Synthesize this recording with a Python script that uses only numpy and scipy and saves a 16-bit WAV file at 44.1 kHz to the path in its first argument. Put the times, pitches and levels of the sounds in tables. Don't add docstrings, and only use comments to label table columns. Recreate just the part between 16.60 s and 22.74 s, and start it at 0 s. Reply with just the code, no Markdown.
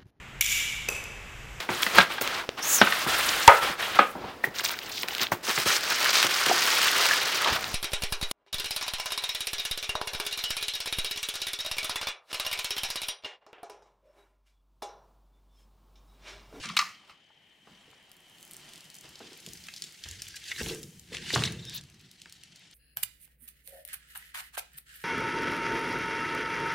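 import sys
import numpy as np
from scipy import signal
from scipy.fft import rfft, irfft, next_fast_len
from scipy.io import wavfile
from scipy.ndimage import uniform_filter1d, map_coordinates

SR = 44100
rng = np.random.default_rng(int(sys.argv[2]) if len(sys.argv) > 2 else 0)


def magnitude_from_level(level_db):
    exponent = np.asarray(level_db, float) / 20
    return 10 ** exponent


def generate_wav(signal):
    frames = np.transpose(np.atleast_2d(signal))
    scaled = np.clip(frames, -1, 1) * 32767
    pcm = np.round(scaled).astype(np.int16)
    wavfile.write(sys.argv[1], SR, pcm)


N = 270759

# [t/s, peak/dB, brightness/dB, rattle t60/s, lowest mode/dB]
KNOCKS = [(0.036, -31.5, -11, 0.25, 11), (0.055, -38, 8, 0.097, 29), (0.088, -31, -2.5, 0.082, 0),
          (.097, -28, -19, 0.06, 12), (.166, -17.5, -32, 0.013, -21), (0.168, -14, -26.5, 0.023, -30),
          (0.173, -15, -7, 0.061, -4), (0.19, -12, -3, 0.071, 6), (0.214, -28.5, -32, 0.029, -20),
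          (0.219, -27, -27.5, 0.03, 25), (0.495, -41, -38, 0.096, 11)]
# [f/Hz, width/Hz, level/dB]
LOG_MODES = [ (1191, 125, 0), (1500, 580, -4), (1780, 480, -4), (2300, 210, -1.5), (2550, 260, -6),
             (3250, 460, -10), (3800, 430, -8.5), (5080, 2360, -20)]
# [t/s, rise/s, fall/s, scrape/dB,
# dull body re scrape/dB]
STROKES = [(0.048, 0.075, 0.049, -35.5, -13.5), (0.504, 0.15, 0.07, -59.5, 7), (1.086, 0.066, 1, -60.5, 4),
           (2.1, 0.54, 0.46, -56, 2), (2.442, 0.014, 0.12, -50, 1.5), (3.446, 0.035, 0.32, -46, -25),
           (3.66, 0.031, 0.056, -53, -34), (3.766, 0.013, 0.022, -35, -42), (3.89, 0.038, 0.045, -34, -45),
           (3.991, 0.033, 0.16, -35.5, -42), (4.094, 0.03, 0.1, -37, -3.5),
           (4.547, 0.037, 0.057, -36, -6.5), (2.66, 0.26, 0.45, -57.5, 2), (4.7, 0.13, 0.064, -38, -13),
           (4.751, 0.028, 0.2, -33.5, 0.5), (4.85, 0.079, 0.046, -34, -15), (5.175, 0.31, 0.073, -47, -6.5),
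           (5.3, 0.14, .6, -69, 4.5)]
# [f/Hz, level/dB]
SCRAPE_SPECTRUM = [(650, -36), (1100, -56), (1470, -12), (1570, 4), (2440, -1.5), (2700, 4.5), (3030, 2),
                   (3700, 0.5), (8000, -7.5), (10400, -13.5), (17600, -120)]
# [f/Hz, level/dB]
FIZZ_SPECTRUM = [(3500, -26), (6000, 7), (8000, -2), (11000, -7), (14000, -10), (15800, -25)]
# [f/Hz, level/dB]
DULL_SPECTRUM = [(450, -1.5), (650, 1.5), (1000, 1.5), (1400, 2), (1900, -21)]
# [t/s, length/s, f/Hz, width/Hz, level/dB]
SQUEAKS = [(3.697, 0.089, 1624, 83, -57), (3.726, 0.045, 4670, 294, -54.5), (3.846, 0.035, 4700, 350, -51),
           (3.975, 0.047, 1730, 432, -41), (4.977, 0.035, 3650, 150, -51.5),
           (5.019, 0.051, 3800, 500, -50.5), (5.064, 0.031, 3710, 90, -39.5),
           (5.094, 0.028, 3724, 710, -47), (5.12, 0.08, 3770, 2300, -42), (5.14, 0.009, 13700, 500, -49),
           (5.146, 0.01, 11200, 500, -38.5), (5.151, 0.027, 12400, 504, -50),
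           (5.151, 0.019, 15700, 600, -38)]
# [t/s, length/s, f/Hz, width/Hz, level/dB]
GRINDS = [(0.083, 0.013, 2540, 700, -40), (0.212, 0.0061, 4300, 1200, -31.5),
          (0.342, 0.019, 3000, 400, -55), (1.328, 0.0096, 980, 1100, -56.5), (2.931, 0.01, 9550, 9000, -55),
          (3.167, 0.019, 4900, 3040, -45.5), (3.875, 0.018, 4600, 700, -48),
          (3.906, 0.025, 2360, 1500, -37), (4.727, 0.0082, 4900, 4950, -33),
          (4.736, 0.013, 3900, 1600, -25.5), (4.748, 0.0091, 6500, 3480, -30.5),
          (4.85, 0.012, 3800, 1500, -34), (4.851, 0.015, 5650, 800, -37), (4.867, 0.017, 3800, 610, -36),
          (5.173, 0.0088, 4280, 900, -44), (5.174, .012, 6500, 1500, -48), (0.168, 0.012, 3920, 900, -21.5),
          (0.165, 0.01, 2700, 900, -26), (3.833, 0.037, 3500, 600, -50.5), (3.944, .04, 3870, 504, -47),
          (4.98, 0.037, 5430, 400, -62), (5.06, 0.05, 5300, 400, -53.5), (4.984, 0.064, 1960, 500, -65),
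          (3.679, 0.01, 6000, 12000, -42.5), (3.757, 0.012, 6040, 12000, -42.5),
          (4.148, 0.056, 8100, 9000, -56), (4.519, 0.026, 2450, 3000, -46), (.2, .012, 2300, 500, -39),
          (0.22, 0.011, 1177, 200, -32.5)]
# [t/s, peak/dB, ring f/Hz]
CRACKS = [(2.5556, -27.5, 4460), (2.973, -29.5, 5240), (3.039, -27.5, 5340), (3.0852, -24, 2270),
          (3.1383, -23, 5000), (3.1626, -23.5, 4700), (3.2214, -19, 4330), (3.238, -28, 3800),
          (3.438, -19.5, 3980), (3.487, -25.5, 5660), (3.6191, -19.5, 5570), (3.668, -27.5, 2980),
          (3.7073, -32, 4900), (3.7617, -56, 1760)]
# [t/s, peak/dB, ring f/Hz, rattle t60/s]
SPLINTERS = [(3.8407, -25, 3530, 0.0068), (3.863, -36, 3380, .01), (3.881, -30, 3590, 0.022),
             (3.916, -13, 2200, 0.02), (3.962, -23, 2800, .01), (4.0036, -23, 2500, 0.011),
             (4.061, -17.5, 2300, 0.016), (4.0973, -21.5, 2880, 0.027), (4.2303, -27.5, 3520, 0.015),
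             (4.487, -42, 2940, 0.013), (4.5291, -27, 1957, 0.011), (4.5479, -18, 2220, 0.0071),
             (4.569, -15.5, 3030, 0.012), (4.704, -12.5, 2090, 0.017), (4.7405, -11.5, 4230, 0.0099),
             (4.7505, -12, 3650, .01), (4.7598, -8.5, 1350, 0.014), (4.7756, -13.5, 3340, 0.012),
             (4.7923, -18, 3160, 0.022), (4.8219, -14, 1700, 0.0061), (4.8373, -5, 3300, 0.01),
             (4.8418, -18.5, 3630, 0.0058), (4.8767, -20, 2170, 0.017), (5.617, -27, 4730, .01),
             (5.6577, -27.5, 1884, 0.012)]
# [t/s, peak/dB, clack re boom/dB, t60/s, main ring f/Hz]
THUDS = [(1.072, -54, 9, 0.28, 196), (1.277, -52, -17, 0.13, 463), (2.438, -54, -15, 0.13, 350),
         (2.604, -43, 5.5, 0.27, 297), (2.715, -46.5, -8, 0.39, 328), (2.873, -42.5, -11, 0.1, 213),
         (3.457, -50.5, 4, 0.74, 128), (4.008, -26, -16, 0.062, 302), (4.059, -34.5, -24, 0.45, 324),
         (4.108, -32, -11, 0.21, 400), (4.518, -37.5, -20, 0.3, 423), (4.734, -28.5, -22, 0.26, 450),
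         (4.758, -21.5, 4, 0.52, 100), (5.659, -61, 11.5, 0.12, 77.8)]
# [f/Hz, width/Hz, level/dB]
BOX_MODES = [(69, 10, -5.5), (133.7, 41, 0), (186, 80, -4.5), (198, 74, -3), (319, 76, 2.5),
             (469, 108, 1.5)]
# [t/s, level/dB]
BIN_PUSHES = [
    (0.045, -41),
    (0.199, -59),
    (1.066, -55),
]
# [t/s, peak/dB, ring f/Hz]
TICKS = [(0.191, -11, 2300), (3.6436, -35, 2610), (3.7174, -40, 4600), (3.7438, -31.5, 1690),
         (3.785, -40, 2220), (4.1474, -17, 6650), (4.1944, -40, 6100), (4.236, -22, 5810),
         (4.5606, -28, 3770), (4.583, -28, 1950), (4.666, -27, 2020), (4.812, -23, 3580),
         (4.8554, -18, 3750), (4.9094, -31, 4000), (4.9314, -36, 3290)]
# [t/s, peak/dB, ring f/Hz, t60/s]
TAPS = [(.438, -53, 1010, .03), (1.328, -56, 900, .03), (.703, -53.5, 900, .04), (2.685, -52, 296, .08),
        (2.728, -65, 332, .06), (3.029, -55, 300, .06), (3.065, -55, 1480, 0.054), (3.91, -50, 460, 0.072),
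        (4.012, -39, 786, 0.081), (4.066, -41, 800, .05), (4.733, -30.5, 170, 0.072),
        (4.778, -34, 790, .05), (4.786, -35, 430, .06), (4.815, -34, 440, .06), (4.873, -37, 1000, 0.04)]
# [t/s, peak/dB, ring f/Hz]
SPARKS = [(1.3135, -45, 4960), (1.532, -49, 10500), (1.543, -50, 11000), (2.776, -39, 13500),
          (3.324, -36, 7000), (3.402, -48, 7500), (3.656, -40, 11000), (4.3953, -37, 5500)]
# [t/s, peak/dB, body re spit/dB]
POPS = [(1.11, -53, -10), (1.268, -58, -15), (1.428, -54, -20), (1.438, -58, -18), (1.304, -53, 3),
        (1.4946, -50, -11), (1.5162, -35, -10), (1.567, -44, -14), (1.605, -47, -15),
        (1.7181, -55, -17), (1.7545, -57, -9), (1.784, -50, 2), (1.809, -41, -20), (1.8038, -45, -17),
        (1.8282, -31, -6.5), (1.8514, -34, -24), (1.911, -33, -12), (1.917, -38, -5),
        (1.9347, -31, -17), (1.944, -37, -6), (1.967, -29, -22), (2.09, -41, -10), (2.135, -42, 3.5),
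        (2.158, -40, 0), (2.178, -45, 1), (2.207, -38.5, -6), (2.2433, -41, -23), (2.253, -48, -6),
        (2.3015, -38, -5), (2.356, -50, 2), (2.365, -39, -7), (2.41, -42, -1), (2.4909, -42.5, -10),
        (2.343, -37.5, -31), (2.3525, -35, -18), (2.386, -34, -34), (2.592, -44.5, 3),
        (2.7312, -46.5, 5), (2.774, -37, -28),
        (2.802, -38, -12), (2.8636, -40, 8), (2.875, -50, -13), (2.888, -33, -29), (2.923, -51, -17),
             (2.965, -42, -15), (2.934, -29, -33), (3.0689, -37, -10), (3.2209, -26, -2.5),
             (3.24, -29.5, -1), (3.488, -28.5, -18), (3.512, -30, -8), (3.62, -30, 2.5), (3.6564, -54, -7),
             (3.684, -43, 0), (3.764, -38, -10), (3.6013, -46, -8), (3.7995, -43, -9), (4.032, -37, 7.5),
             (4.085, -27.5, -17), (4.2304, -30.5, -13), (4.396, -37.5, -8), (4.549, -45, 13),
             (4.73, -45, 2), (4.7491, -41.5, 20.5), (4.9223, -27, -19), (4.949, -57, -9), (5.04, -51, -10),
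             (5.052, -47, 12), (5.0965, -40.5, 6.5), (5.211, -41, -2), (5.2375, -44, -6),
             (5.2996, -54, 5.5), (5.3436, -52, -3), (5.3955, -51, -7.5), (5.6002, -49, -5),
             (5.6965, -46, 0.5), (5.994, -54, 3), (5.411, -46, -28), (5.5136, -44, -3), (5.6182, -44, 7.5),
             (5.724, -43, 5.5), (5.8353, -41, 3.5), (5.9595, -54, 12), (6.112, -50, 1)]
# [t/s, level/dB]
FLAME_LEVEL = [(0.0, -68), (0.42, -95), (0.8, -81), (1.05, -75), (1.5, -78), (1.8, -63), (2.67, -66.5),
               (2.91, -57.5), (3.79, -63), (4.05, -44), (4.24, -57.5), (4.55, -67), (4.7, -54), (4.98, -66),
               (5.28, -73.5), (6.14, -80)]
# [f/Hz, level/dB]
FLAME_SPECTRUM = [(3530, -12), (6000, -1.5), (7350, -3), (13900, -9), (15800, -12)]
# [t/s, rustle level/dB]
SLEEVE_LEVEL = [(0.08, -49), (0.48, -70), (0.84, -76.5), (1.8, -71), (2.02, -56.5), (2.36, -64),
                (2.67, -55), (2.91, -56), (3.79, -52.5), (4.05, -54), (4.24, -68), (4.55, -60), (4.7, -37),
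                (4.98, -61), (5.28, -64), (6.14, -57.5)]
# [f/Hz, level/dB]
RUSTLE_SPECTRUM = [(760, -99), (1300, -7), (2180, 3), (2460, 1), (2680, 3.5), (4630, 3), (8000, -6.5),
                   (10400, -15), (17600, -120)]
# [t/s, level/dB, deep part re level/dB, t60/s]
SHUDDERS = [
    (0.06, -49.5, -8, 0.54),
    (1.07, -71, -9, 1.2),
    (1.898, -60.5, -24, 3.8),
    (2.5, -68, -8, 4.4),
    (2.89, -47.5, -5, 0.6),
    (3.47, -65, 18, 1.18),
    (4.018, -37, -8, 1.33),
    (4.516, -44, -6, 2.8),
    (4.75, -59, -16, 7.9),
]
# [f/Hz, level/dB]
RUMBLE_SPECTRUM = [(62, -19.5), (105, -9.5), (161, 0), (258, -8.5), (367, -3.5), (405, -9), (650, -28.5),
                   (840, -49), (1430, -120)]
# [f/Hz, level/dB]
DEEP_SPECTRUM = [(20, -31.5), (35, -30.5), (65, -11.5), (100, -15), (130, -20), (200, -59)]
# [t/s, level/dB, left re right/dB]
FAN_LEVEL = [
    (0, -51.5, 2),
    (.6, -65, 5),
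    (1.2, -61.5, 3.5),
    (1.8, -61, 1.5),
    (2.6, -60.5, 5),
    (3.4, -65.5, 9),
    (5.2, -74, 13),
    (6.14, -66.5, 11),
]
# [f/Hz, level/dB]
AIR_SPECTRUM = [(25, -19), (150, 2), (480, -6), (800, -2.5), (1300, -14.5), (1850, 0.5), (2150, -0.5),
                (2750, -2.5), (3100, 9), (3350, -2.5), (5100, -20), (8000, -41), (12000, -71.5),
                (16000, -91.5)]
# [f/Hz, correlation/1]
NEAR_ALIKE = [(120, .9998), (300, .998), (600, .95), (1200, .95), (2500, .93), (5000, .8), (9000, .6),
              (14000, .3)]
# [f/Hz, correlation/1]
FAR_ALIKE = [(60, 0.97), (300, 0.84), (640, 0.8), (1400, 0.74), (3100, 0.73), (6800, 0.38), (15000, .2)]
# [f/Hz, t60/s]
ROOM_T60 = [(150, 0.46), (1200, 0.34), (2300, .42), (4000, 0.36), (12000, 0.36)]

FIZZ_DB, FIZZ_FOLLOWS = -15.5, 0.62
SOFT_DB, SOFT_MUTES = -22, 2.8
LEFT_DB_PER_KHZ = 0.84
CRACK_T60_S = 0.021
BIN_HZ, BIN_WIDTH_HZ, BIN_T60_S = 188, 71, 0.49
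FAR_SPIT_HZ, FAR_PUFF, NEAR_SPIT_HZ, NEAR_PUFF = 9450, 0.072, 7100, 0.31
THIN_UNTIL_S = 2.05
TICKS_FROM_S, TICKS_GROW_S = 0.94, 0.65
CLOTH_DB, CLOTH_FOLLOWS = -66.5, 0.9
LEAN_S, LEAN_LASTS_S, LEAN_LOSS_DB = 1.8, 0.85, 15.5
SHUDDER_RISE_S = 0.033
UPPER_HZ, UPPER_LASTS = 234, 0.36
ROAR_DB, ROAR_FOLLOWS, ROAR_DEEP_DB = -67.5, 0.56, -12.5
TOP_HZ = 15900
LEFT_RIGHT = np.array([[0.5], [-0.5]])


def unit(x):
    return x / np.sqrt(np.mean(x ** 2) + 1e-20)


def peak(x):
    return x / np.abs(x).max()


def along(points, hz):
    f, v = np.transpose(points)
    return np.interp(np.log(hz + 1), np.log(f + 1), v)


def curves(rows):
    s, *cols = np.transpose(rows)
    return [np.interp(np.arange(N) / SR, s, c) for c in cols]


def wobble(rate_hz):
    knots = rng.standard_normal(int(N * rate_hz / SR) + 4)
    return map_coordinates(knots, [np.arange(N) * rate_hz / SR])


def swell(s, rise_s, fall_s):
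    t = np.arange(N * 1000 // SR + 2) / 1000 - s
    return 20 * np.minimum(t / max(rise_s, 1e-3), -t / max(fall_s, 1e-3))


def fine(gain):
    return np.interp(np.arange(N) * 1000 / SR, np.arange(len(gain)), gain)


def filtered(x, response):
    n = x.shape[-1]
    m = next_fast_len(n + min(n // 2, 8192))
    return irfft(rfft(x, m) * response(np.fft.rfftfreq(m, 1 / SR)), m)[..., :n]


def resonance(f, hz, width_hz):
    return 1j * f * width_hz / (hz * hz - f * f + 1j * f * width_hz)


def modal(f, modes):
    return sum((-1) ** k * magnitude_from_level(db) * resonance(f, hz, w) for k, (hz, w, db) in enumerate(modes))


def add(out, s, sound):
    part = out[..., round(s * SR):][..., :sound.shape[-1]]
    part += sound[..., :part.shape[-1]]


def placed(x, pan_db, lag_s):
    def ports(f):
        shade = magnitude_from_level(LEFT_RIGHT * pan_db * f / (f + 2500))
        return shade * np.exp(2j * np.pi * f * (LEFT_RIGHT * lag_s - 8 / SR))
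    return filtered(x, ports)


def scattered(x, pan_spread_db, lag_spread_s):
    return placed(x, *(rng.standard_normal(2) * [pan_spread_db, lag_spread_s]))


def burst(click_s, puff, puff_s, front=3):
    t = np.arange(2048) / SR
    noise = rng.standard_normal(len(t))
    noise[0] = front
    return noise * (magnitude_from_level(-60 * t / click_s) + puff * magnitude_from_level(-60 * t / puff_s))


def rush(spectrum, grain_db, grain_hz, patchy_db=None, alike=NEAR_ALIKE):
    pair = rng.standard_normal((2, N), dtype=np.float32)
    if patchy_db:
        z = signal.stft(pair, nperseg=256)[2]
        field = rng.standard_normal(z.shape[1:], dtype=np.float32)
        field = uniform_filter1d(uniform_filter1d(field, size=2, axis=0), size=11, axis=1)
        pair = signal.istft(z * magnitude_from_level(patchy_db * unit(field)), nperseg=256)[1][:, :N]

    def colour(f):
        turn = np.arccos(np.clip(along(alike, f), -1, 1)) / 2
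        return magnitude_from_level(along(spectrum, f)) * np.array([np.cos(turn), np.sin(turn)])
    mid, side = filtered(pair * magnitude_from_level(grain_db * wobble(grain_hz)), colour)
    return unit(np.array([mid + side, mid - side]))


def knocks():
    out, t = np.zeros(N), np.arange(SR // 8) / SR
    for s, db, bright_db, t60_s, low_db in KNOCKS:
        rattle = rng.standard_normal(len(t)) * magnitude_from_level(-60 * t / t60_s)
        gains_db = np.r_[low_db, rng.normal(0, 2.5, len(LOG_MODES) - 1)]
        modes = [(hz, w, level + g) for (hz, w, level), g in zip(LOG_MODES, gains_db)]
        wood = filtered(rattle, lambda f: modal(f, modes) * (f / (f - 800j)) ** 3)
        crack = filtered(rattle * magnitude_from_level(-60 * t / 0.047),
                         lambda f: resonance(f, 5000, 5900) ** 2 / (1 + 1j * f / 6500) ** 2)
        add(out, s, magnitude_from_level(db) * (peak(wood) + magnitude_from_level(bright_db) * peak(crack)))
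    return out


def rubbing():
    scrape = fizz = dull = 0
    for s, rise_s, fall_s, db, dull_db in STROKES:
        below_db = swell(s, rise_s, fall_s)
        muted_db = SOFT_MUTES * max(dull_db - SOFT_DB, 0)
        scrape = scrape + magnitude_from_level(db + below_db)
        dull = dull + magnitude_from_level(db + below_db + dull_db)
        fizz = fizz + magnitude_from_level(db + FIZZ_DB + FIZZ_FOLLOWS * below_db - muted_db)
    catches = fine(scrape) * magnitude_from_level(-3.0) * rush(SCRAPE_SPECTRUM, 1.8, 220, 3.5)
    hiss = fine(fizz) * magnitude_from_level(0.5) * rush(FIZZ_SPECTRUM, 1.0, 310, 4)
    return catches + hiss + fine(dull) * magnitude_from_level(-10.0) * rush(DULL_SPECTRUM, 1.4, 120)


def squeaks():
    out, t = np.zeros((2, N)), np.arange(SR // 8) / SR
    for s, length_s, hz, width_hz, db in SQUEAKS + GRINDS:
        pan_db = LEFT_DB_PER_KHZ * max(hz - 4000, 0) / 1000
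        slip = filtered(rng.standard_normal(len(t)), lambda f: resonance(f, hz, width_hz) ** 2)
        envelope = np.sin(np.pi * np.clip(t / length_s, 0, 1)) ** 0.5
        add(out, s, magnitude_from_level(db) * placed(unit(slip) * envelope, pan_db, 1e-5 * pan_db))
    return out


def cracks():
    out = np.zeros((2, N))
    for s, db, hz, t60_s in [row + (CRACK_T60_S,) for row in CRACKS] + SPLINTERS:
        def splinter(f):
            ring = resonance(f, hz, 0.38 * hz) * resonance(f, hz, 4.7 * hz)
            return ring * (f / (f - 0.45j * hz)) ** 2 / (1 + 1j * f / 6000)
        snap = filtered(burst(t60_s, 0.1, 0.045, front=3.5), splinter)
        add(out, s, magnitude_from_level(db - 7.0) * scattered(peak(snap), 1.1, 2e-5))
    return out


def thuds():
    out, t = np.zeros(N), np.arange(SR * 3 // 4) / SR
    push = 4 * magnitude_from_level(-60 * t / 0.012)
    short = SR // 8
    for s, db, clack_db, t60_s, hz in THUDS:
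        shake = rng.standard_normal((3, len(t)))
        deep = filtered(shake[0] * (magnitude_from_level(-60 * t / (2.1 * t60_s)) + push), lambda f: modal(f, BOX_MODES[:3]))
        upper = filtered(shake[1] * (magnitude_from_level(-60 * t / (1.5 * t60_s)) + push), lambda f: modal(f, BOX_MODES[3:]))
        boom = filtered(deep + upper, lambda f: resonance(f, hz, 0.5 * hz))
        clack = filtered(shake[2, :short] * magnitude_from_level(-60 * t[:short] / 0.07),
                         lambda f: resonance(f, 750, 1320) ** 2)
        add(out, s, magnitude_from_level(db) * peak(boom))
        add(out, s, magnitude_from_level(db + clack_db) * peak(clack))
    return out


def bin_wall():
    out, t = np.zeros(N), np.arange(SR // 2) / SR
    for s, db in BIN_PUSHES:
        hum = filtered(rng.standard_normal(len(t)), lambda f: resonance(f, BIN_HZ, BIN_WIDTH_HZ) ** 2)
        add(out, s, magnitude_from_level(db - 60 * t / BIN_T60_S) * unit(hum) * (1 - np.exp(-t / 0.015)))
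    return out


def taps():
    out = np.zeros((2, N))
    for s, db, hz in TICKS:
        ring = filtered(burst(0.0088, 0.05, 0.03, front=3.1),
                        lambda f: resonance(f, hz, 0.32 * hz) * resonance(f, hz, 5.0 * hz))
        add(out, s, magnitude_from_level(db - 10.5) * scattered(peak(ring), 1.1, 2e-5))
    for s, db, hz, t60_s in TAPS:
        ring = filtered(burst(0.018, 0.87, t60_s),
                        lambda f: resonance(f, hz, 0.28 * hz) * resonance(f, hz, 2.1 * hz))
        add(out, s, magnitude_from_level(db) * scattered(peak(ring), 3.5, 4e-5))
    for s, db, hz in SPARKS:
        snap = filtered(burst(0.004, 0.093, 0.03), lambda f: resonance(f, hz, hz) ** 2)
        add(out, s, magnitude_from_level(db) * placed(peak(snap), 1, 0))
    return out


def pops():
    out = np.zeros((2, N))
    for s, db, body_db in POPS:
        hz, puff = (FAR_SPIT_HZ, FAR_PUFF) if s < THIN_UNTIL_S else (NEAR_SPIT_HZ, NEAR_PUFF)
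        blast = burst(0.004, puff, 0.038, front=1.44)
        spit = filtered(blast, lambda f: resonance(f, hz, 1.03 * hz) ** 2)
        body = filtered(blast, lambda f: resonance(f, 4580, 5200) ** 2)
        pan_db, lag_s = rng.standard_normal(2) * [1.5, 2.5e-5] + [1.1, 0]
        pop = peak(spit) + magnitude_from_level(body_db + 3.5) * peak(body)
        add(out, s, magnitude_from_level(db + 0.5) * placed(pop, pan_db, lag_s))
    return out


def lean():
    return np.clip((np.arange(N) / SR - LEAN_S) / LEAN_LASTS_S, 0, 1)


def flames():
    strength = magnitude_from_level(2.5 * rng.exponential(size=N).clip(0, 2)) * rng.standard_normal(N)
    ticks = (rng.random(N) < 260 / SR) * strength
    ticks = placed(filtered(ticks, lambda f: resonance(f, 9200, 7600) ** 2), 0.31, 2e-5)
    in_view = np.clip((np.arange(N) / SR - TICKS_FROM_S) / TICKS_GROW_S, 0, 1)
    hiss = rush(FLAME_SPECTRUM, 1, 450, 1.5) + magnitude_from_level(-3.0 - 5.8 * lean()) * in_view * unit(ticks)
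    return magnitude_from_level(curves(FLAME_LEVEL)[0]) * hiss


def sleeve():
    rustle_db = curves(SLEEVE_LEVEL)[0]
    dull_db = CLOTH_DB + CLOTH_FOLLOWS * (rustle_db + 59.5) - LEAN_LOSS_DB * lean()
    rustle = magnitude_from_level(rustle_db) * rush(RUSTLE_SPECTRUM, 2.6, 130, 2.3)
    return rustle + magnitude_from_level(dull_db) * rush(DULL_SPECTRUM, 0.6, 34, 5.5)


def rumble():
    roar = magnitude_from_level(ROAR_DB + ROAR_FOLLOWS * (curves(FLAME_LEVEL)[0] + 64.5))
    body = upper = deep = 0
    for s, db, deep_db, t60_s in SHUDDERS:
        shudder = magnitude_from_level(db + swell(s, SHUDDER_RISE_S, t60_s / 3))
        body = body + shudder
        upper = upper + magnitude_from_level(db - 1.0 + swell(s, SHUDDER_RISE_S, UPPER_LASTS * t60_s / 3))
        deep = deep + magnitude_from_level(deep_db) * shudder
    noise = rush(RUMBLE_SPECTRUM, 2.4, 25)
    high = filtered(noise, lambda f: 1 / (1 + (UPPER_HZ / (f + 1)) ** 6))
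    mix = (roar + fine(body)) * (noise - high) + (roar + fine(upper)) * high
    mix = mix + (roar * magnitude_from_level(ROAR_DEEP_DB) + fine(deep)) * rush(DEEP_SPECTRUM, 2.8, 5.9)
    return magnitude_from_level(-4.0) * mix


def room(x):
    hz, t, z = signal.stft(rng.standard_normal((2, SR * 2 // 3)), SR, nperseg=256)
    decay = magnitude_from_level(-60 * t / along(ROOM_T60, hz)[:, None])
    mid, side = signal.istft(z * decay, SR, nperseg=256)[1]
    tail = mid + 0.5 * LEFT_RIGHT * filtered(side, lambda f: f / (f + 450))
    late = np.pad(x, (200, 0))[None]
    return signal.fftconvolve(late, tail / np.linalg.norm(mid), axes=1)[:, :N]


def fan():
    level_db, pan_db = curves(FAN_LEVEL)
    air = rush(AIR_SPECTRUM, 0.8, 8.8, 0.6, FAR_ALIKE)
    bass = filtered(air, lambda f: 1 / (1 + (f / 900) ** 2))
    return magnitude_from_level(level_db) * (bass + magnitude_from_level(LEFT_RIGHT * pan_db) * (air - bass))


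def scene():
    wood, snaps, blows = knocks(), pops() + cracks(), thuds()
    near = placed(wood, 1.4, 1.5e-5) + snaps + blows + squeaks() + rubbing() + bin_wall() + taps()
    echo = room(magnitude_from_level(-10.5) * blows + magnitude_from_level(-9.0) * wood + magnitude_from_level(-8.0) * snaps.mean(axis=0))
    return near + echo + flames() + sleeve() + rumble() + fan()


def band_limit(x):
    return signal.sosfilt(signal.butter(12, 16850, fs=SR, output="sos"), x)


def record(dry):
    mix = filtered(dry, lambda f: 1 / (1 + (f / TOP_HZ) ** 400))
    return band_limit(mix)


dry = scene()
out = record(dry)
generate_wav(out)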